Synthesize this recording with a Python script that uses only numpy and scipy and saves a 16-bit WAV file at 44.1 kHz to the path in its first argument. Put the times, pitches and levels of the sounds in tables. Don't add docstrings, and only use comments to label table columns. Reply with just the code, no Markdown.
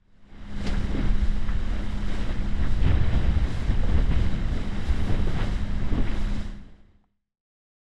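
import sys
import numpy as np
from scipy import signal
from scipy.fft import rfft, irfft
from scipy.io import wavfile
from scipy.ndimage import uniform_filter1d, minimum_filter1d

SR = 44100
rng = np.random.default_rng(int(sys.argv[2]) if len(sys.argv) > 2 else 0)


def unload_wav(signal):
    wavfile.write(
        sys.argv[1],
        SR,
        np.round(np.clip(np.atleast_2d(signal).T, -1, 1) * 32767).astype(np.int16),
    )


N = 351338
TIME = np.arange(N) / SR


def undb(db):
    return 10 ** (np.asarray(db) / 20)


def unit(x):
    return x / np.sqrt(np.mean(x ** 2))


def noise():
    return rng.standard_normal(N)


def curves(table):
    times, *columns = np.transpose(table)
    return [np.interp(TIME, times, column) for column in columns]


def colour(x, spectrum):
    hz, db = np.transpose(spectrum)
    freqs = np.maximum(np.arange(N // 2 + 1) * SR / N, 1)
    roll_off = np.minimum(freqs / hz[0], 1) ** 2 * np.minimum(hz[-1] / freqs, 1) ** 2
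    gain = undb(np.interp(np.log(freqs), np.log(hz), db))
    return unit(irfft(rfft(x) * roll_off * gain, N))


def wander(rate):
    hold = max(int(SR / rate), 1)
    steps = noise()[np.arange(N) // hold]
    return unit(uniform_filter1d(uniform_filter1d(steps, hold), hold))


def impacts(rate, spread_db):
    size = undb(spread_db * np.minimum(rng.exponential(size=N), np.pi))
    hits = rng.random(N) < rate / SR
    return unit(hits * size * np.sign(noise()))


def burst(start_s, decay_s, rise_s):
    age = np.clip(TIME - start_s, 0, 1)
    return (1 - np.exp(-age / rise_s)) * np.exp(-age / decay_s)


def surges(steady_db, swells):
    power = undb(steady_db) ** 2
    for peak_s, db, rise_s, decay_s in swells:
        age = TIME - peak_s
        swell = np.exp(np.maximum(np.minimum(age / rise_s, -age / decay_s), -20))
        power = power + (undb(db) * swell) ** 2
    return np.sqrt(power)


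# time in seconds, firing rate in Hz, level change in dB.
ENGINE_RUN = [(0.45, 202.4, -1), (0.72, 202.4, 2.5), (1.05, 202.4, 3), (1.55, 201.8, -2), (2.4, 202.2, 2),
              (3.15, 202, -5), (3.9, 202.6, -3.5), (4.3, 202.8, 1), (4.85, 204.2, -2), (5.15, 203.8, 2),
              (5.75, 202.8, -1.5), (6.3, 203.6, 2)]
# vibrations per four-stroke cycle, relative level in dB.
ENGINE_TONES = [(3, -11.5), (4, -14.5), (5, -7), (6, 2.5), (7, -8.5), (8, -18), (10, -13.5), (48, -21.5),
                (90, -29)]

def outboard(hum_db=-42.5, wobble=0.004, cylinders=6):
    firing_hz, change_db = curves(ENGINE_RUN)
    cycles = np.cumsum(firing_hz * (1 + wobble * wander(14))) / SR / cylinders
    flutter_db = 1.7 * wander(16)
    hum = 0
    for multiple, db in ENGINE_TONES:
        gain = undb(db + (flutter_db if multiple == cylinders else 0))
        hum = hum + gain * np.sin(2 * np.pi * (multiple * cycles + rng.random()))
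    return np.sqrt(2) * undb(hum_db + change_db) * hum


def eddies(spectrum, span_s, evenness):
    swirl = colour(noise(), spectrum)
    power = uniform_filter1d(swirl ** 2, int(span_s * SR)) + 1e-9
    return unit(swirl / power ** (evenness / 2))


# time in seconds, relative level in dB.
RUMBLE_LEVELS = [(0.5, -31), (0.75, -26), (0.95, -29.5), (1.1, -23), (1.45, -24.5), (1.93, -29.5),
                 (2.1, -25.5), (2.45, -27.5), (2.72, -22), (3.3, -24.5), (3.55, -32), (3.75, -23),
                 (4.15, -22.5), (4.7, -30.5), (5.2, -23.5), (5.65, -29.5), (5.9, -23.5), (6.6, -30)]
# peak time in seconds, relative level in dB, decay in seconds.
WIND_GUSTS = [(0.8, -34, 0.087), (1.04, -32.5, 0.081), (1.45, -40, 0.16), (2.62, -31, 0.08),
              (2.9, -24.5, 0.23), (3.15, -30, 0.11), (3.33, -27, 0.11), (3.7, -29, 0.11),
              (3.98, -28, 0.075), (4.2, -27, 0.14), (4.56, -31.5, 0.054), (4.93, -35, 0.26),
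              (5.11, -27.5, .14), (5.42, -29.5, 0.17), (5.97, -29, 0.16), (6.67, -42, 0.062),
              (6.96, -31.5, 0.077)]
# frequency in Hz, relative level in dB.
RUMBLE_TONE = [(3, 8), (10, 9.5), (28, 4), (55, -4), (75, -19), (130, -47.5)]
BUFFET_TONE = [(35, -20.5), (62, 3), (105, -1), (170, -11), (260, -21), (500, -32.5), (1200, -50.5)]

def wind(rumble_db=3.5, buffet_db=3.0, lull_db=1.5, breeze_db=-39.5, gust_rise_s=0.12):
    large_db, = curves(RUMBLE_LEVELS)
    gusting = surges(breeze_db, [(s, db, gust_rise_s, decay_s) for s, db, decay_s in WIND_GUSTS])
    rumble = eddies(RUMBLE_TONE, span_s=0.12, evenness=0.87)
    buffet = eddies(BUFFET_TONE, span_s=0.084, evenness=1.0)
    flapping = gusting * undb(buffet_db + lull_db * wander(25))
    return undb(large_db + rumble_db) * rumble + flapping * buffet


# peak time in seconds, level in dB, pitch in Hz.
BIG_EDDIES = [(1.1, -18.5, 35), (1.239, -17, 52), (2.835, -18, 36), (2.911, -16.5, 78), (3.015, -19, 110),
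              (3.165, -14.5, 45), (3.29, -14, 55), (3.37, -14, 62), (3.439, -18.5, 52), (3.955, -17, 62),
              (4.18, -19, 59), (4.908, -16.5, 58), (6.25, -20, 30)]

def wind_thumps(width_cycles=0.75):
    out = 0
    for peak_s, db, hz in BIG_EDDIES:
        cycles = (TIME - peak_s) * hz
        passing = np.exp(-(cycles / width_cycles) ** 2)
        out = out + undb(db) * passing * np.sin(2 * np.pi * (cycles + rng.random()))
    return np.sqrt(2) * out


# frequency in Hz, relative level in dB.
CASE_MUFFLING = [(300, 14), (3900, -11.5), (5000, -6.5), (10500, -8), (12000, -19.5)]
# start in seconds, level in dB, centre pitch in Hz, decay in seconds.
CLOSE_SPLASHES = [(0.666, -30.5, 4400, 0.009), (0.65, -42, 2400, .045), (0.733, -39, 1700, .035),
                  (1.48, -37, 1800, .033), (2.632, -36, 1700, 0.03), (2.812, -42, 3200, .06),
                  (2.864, -39, 2500, 0.035), (3.226, -41.5, 2800, .025), (4.112, -40, 2600, .03),
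                  (5.385, -36.5, 1400, .03), (6.072, -38.5, 2300, 0.02)]

def splashes(edge_db=-12.5):
    drops = colour(impacts(12000, spread_db=3), CASE_MUFFLING)
    out = 0
    for start_s, db, hz, decay_s in CLOSE_SPLASHES:
        patter = colour(drops, [(hz / 2, edge_db), (hz, 0), (2 * hz, 2 * edge_db)])
        out = out + undb(db) * burst(start_s, decay_s, rise_s=0.003) * patter
    return out


# start in seconds, level in dB, trapped air's pitch in Hz, decay in seconds.
HULL_SLAPS = [(0.947, -28, 260, 0.028), (0.985, -27.5, 215, .028), (2.861, -17, 115, 0.024),
              (3.831, -32, 520, 0.022), (3.979, -31, 450, .018), (4.111, -20.5, 140, 0.014),
              (5.269, -23.8, 370, 0.011), (5.922, -28.5, 280, .025), (5.975, -23.5, 260, 0.026),
              (7.039, -17.5, 620, .004)]

def hull_slaps(waver=0.12, sag=0.15, sag_s=0.025, upper_ratio=1.58, upper_db=-8, gush_db=-7):
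    out = 0
    for start_s, db, hz, decay_s in HULL_SLAPS:
        gush = undb(gush_db) * colour(noise(), [(hz, 0), (2 * hz, -6)])
        opening = 1 - np.exp(-np.maximum(TIME - start_s, 0) / sag_s)
        pitch_hz = hz * (1 + waver * wander(hz)) * (1 + sag * (0.5 - opening))
        phase = 2 * np.pi * np.cumsum(pitch_hz) / SR
        throb = np.sin(phase) + undb(upper_db) * np.sin(upper_ratio * phase)
        out = out + undb(db) * burst(start_s, decay_s, rise_s=0.0015) * (throb + gush)
    return out


def bubbles(low_hz, high_hz, rate, ring_cycles, sizes):
    out = 0
    for hz in np.geomspace(low_hz, high_hz, sizes):
        cycles = np.arange(int(2 * np.pi * ring_cycles * SR / hz)) * hz / SR
        rising = 1 + 0.024 * cycles / ring_cycles
        ring = np.exp(-cycles / ring_cycles) * np.sin(2 * np.pi * cycles * rising)
        births = impacts(rate / sizes, spread_db=-0.5)
        out = out + np.sqrt(hz) * unit(signal.oaconvolve(births, ring)[:N])
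    return unit(out)


# peak time in seconds, relative churn level in dB,
# relative foam level in dB, rise in seconds, decay in seconds.
BOAT_WAVES = [(0.351, -40, -43.5, 0.061, 0.1), (0.675, -40, -42.5, 0.041, 0.15),
              (0.99, -38.5, -42, 0.081, 0.12), (1.78, -44.5, -51, 0.14, 0.19),
              (2.13, -42, -43.5, 0.078, 0.2), (2.31, -39.5, -43.5, 0.076, 0.034),
              (2.63, -38.5, -43.5, 0.058, 0.049), (2.88, -36, -40, 0.045, 0.23),
              (3.13, -38.5, -42.5, 0.18, 0.59), (3.71, -40.5, -42, 0.012, 0.039),
              (3.89, -36, -43.5, .015, 0.18), (3.99, -37.5, -44.5, 0.054, 0.011),
              (4.12, -39.5, -42.5, 0.021, 0.25), (4.58, -38.5, -48, 0.074, 0.13),
              (4.9, -43.5, -45.5, 0.32, 0.49), (5.1, -36, -44, .045, 0.17), (5.41, -38, -39, 0.083, 0.097),
              (5.97, -38.5, -47.5, 0.16, 0.17), (6.069, -46.5, -43.5, 0.048, 0.24),
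              (6.4, -48, -52, 0.03, .2), (6.68, -39, -56, 0.045, 0.15), (6.94, -37.5, -47, 0.089, 0.12)]
# peak time in seconds, relative drop level in dB, fizz level in dB.
SPRAY_SHOWERS = [(0.691, -54, -76), (1.25, -61, -76), (1.9, -61, -73), (2.15, -54.5, -69), (2.72, -60, -76),
                 (3.16, -60, -73), (3.54, -55.5, -68), (3.92, -61.5, -75), (4.22, -59.5, -75),
                 (4.57, -58.5, -72), (4.89, -57, -68), (5.06, -60.5, -67.5), (5.3, -59.5, -72),
                 (5.46, -56.5, -72), (6.21, -57, -71.5), (6.43, -55.5, -73)]
# frequency in Hz, relative level in dB.
CHURN_TONE = [(110, -9), (190, 2.5), (260, 2), (400, -4.5), (540, -6.5), (760, -11), (1200, -22.5),
              (2500, -59)]
FOAM_TONE = [(400, -3), (800, 0), (1400, 0.5), (1750, 1), (2130, 0.5), (2380, -6), (2800, -5.5),
             (3050, -3.5), (3570, -9.5), (3900, -6), (4250, -21), (4800, -14.5), (7000, -36.5)]
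SPRAY_TONE = [(2000, -7), (3950, 5.5), (4280, -0.5), (4700, 0.5), (5700, -2), (6200, -5.5), (7300, -5),
              (8400, -9), (8900, -13.5), (10500, -15), (11700, -30), (13100, -30), (15500, -35)]
FIZZ_TONE = [(6500, -15.5), (8300, 0), (10500, -3.5), (11700, -13.5), (13200, -10.5), (15300, -16.5)]

def hull_wash(churn_db=2.0, foam_db=0.53, spray_db=5.0, steady_db=-47.5, mist_db=-62):
    churning = surges(steady_db, [(s, db, rise, decay) for s, db, _, rise, decay in BOAT_WAVES])
    breaking = surges(steady_db, [(s, db, rise, decay) for s, _, db, rise, decay in BOAT_WAVES])
    shower_rise_s, shower_decay_s = 0.11, 0.15
    falling = surges(mist_db, [(s, db, shower_rise_s, shower_decay_s) for s, db, _ in SPRAY_SHOWERS])
    fizzing = surges(mist_db - 22, [(s, db, shower_rise_s, shower_decay_s) for s, _, db in SPRAY_SHOWERS])
    tearing = wander(90)
    chop_db = 0.67 * wander(20)
    churn = colour(noise() + bubbles(169.1, 1080, rate=900, ring_cycles=2.18, sizes=12), CHURN_TONE)
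    foam = colour(noise() + undb(-3) * bubbles(585, 5110, rate=3000, ring_cycles=2.5, sizes=16),
                  FOAM_TONE)
    spray = colour(noise() + undb(-3) * impacts(2500, spread_db=2), SPRAY_TONE)
    fizz = colour(noise() + impacts(4000, spread_db=4), FIZZ_TONE)
    return (churn * churning * undb(churn_db + 0.9 * tearing + chop_db)
            + foam * breaking * undb(foam_db + chop_db / 2)
            + spray * falling * undb(spray_db + tearing / 2 + chop_db)
            + fizz * fizzing * undb(2.8 * wander(22)))


def scene():
    return (outboard() + wind() + wind_thumps() + hull_wash() + hull_slaps() + splashes())[None]


def fade(in_end_s=0.6, in_db_per_s=57.5, out_start_s=6.371, out_db_per_s=55.5, silent_s=7.47):
    fade_in_db = in_db_per_s * np.maximum(in_end_s - TIME, 0)
    fade_out_db = out_db_per_s * np.maximum(TIME - out_start_s, 0)
    closing = np.clip((silent_s - TIME) / 0.45, 0, 1)
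    return undb(-fade_in_db - fade_out_db) * closing


def record(dry, ceiling=0.33, top_hz=15600):
    hold = int(0.02 * SR)
    needed_gain = ceiling / np.maximum(np.abs(dry), ceiling)
    smooth_gain = uniform_filter1d(minimum_filter1d(needed_gain, hold), hold)
    treble_cut = signal.ellip(8, 0.2, 70, top_hz, fs=SR, output="sos")
    return signal.sosfilt(treble_cut, dry * smooth_gain * fade())


dry = scene()
out = record(dry)
unload_wav(out)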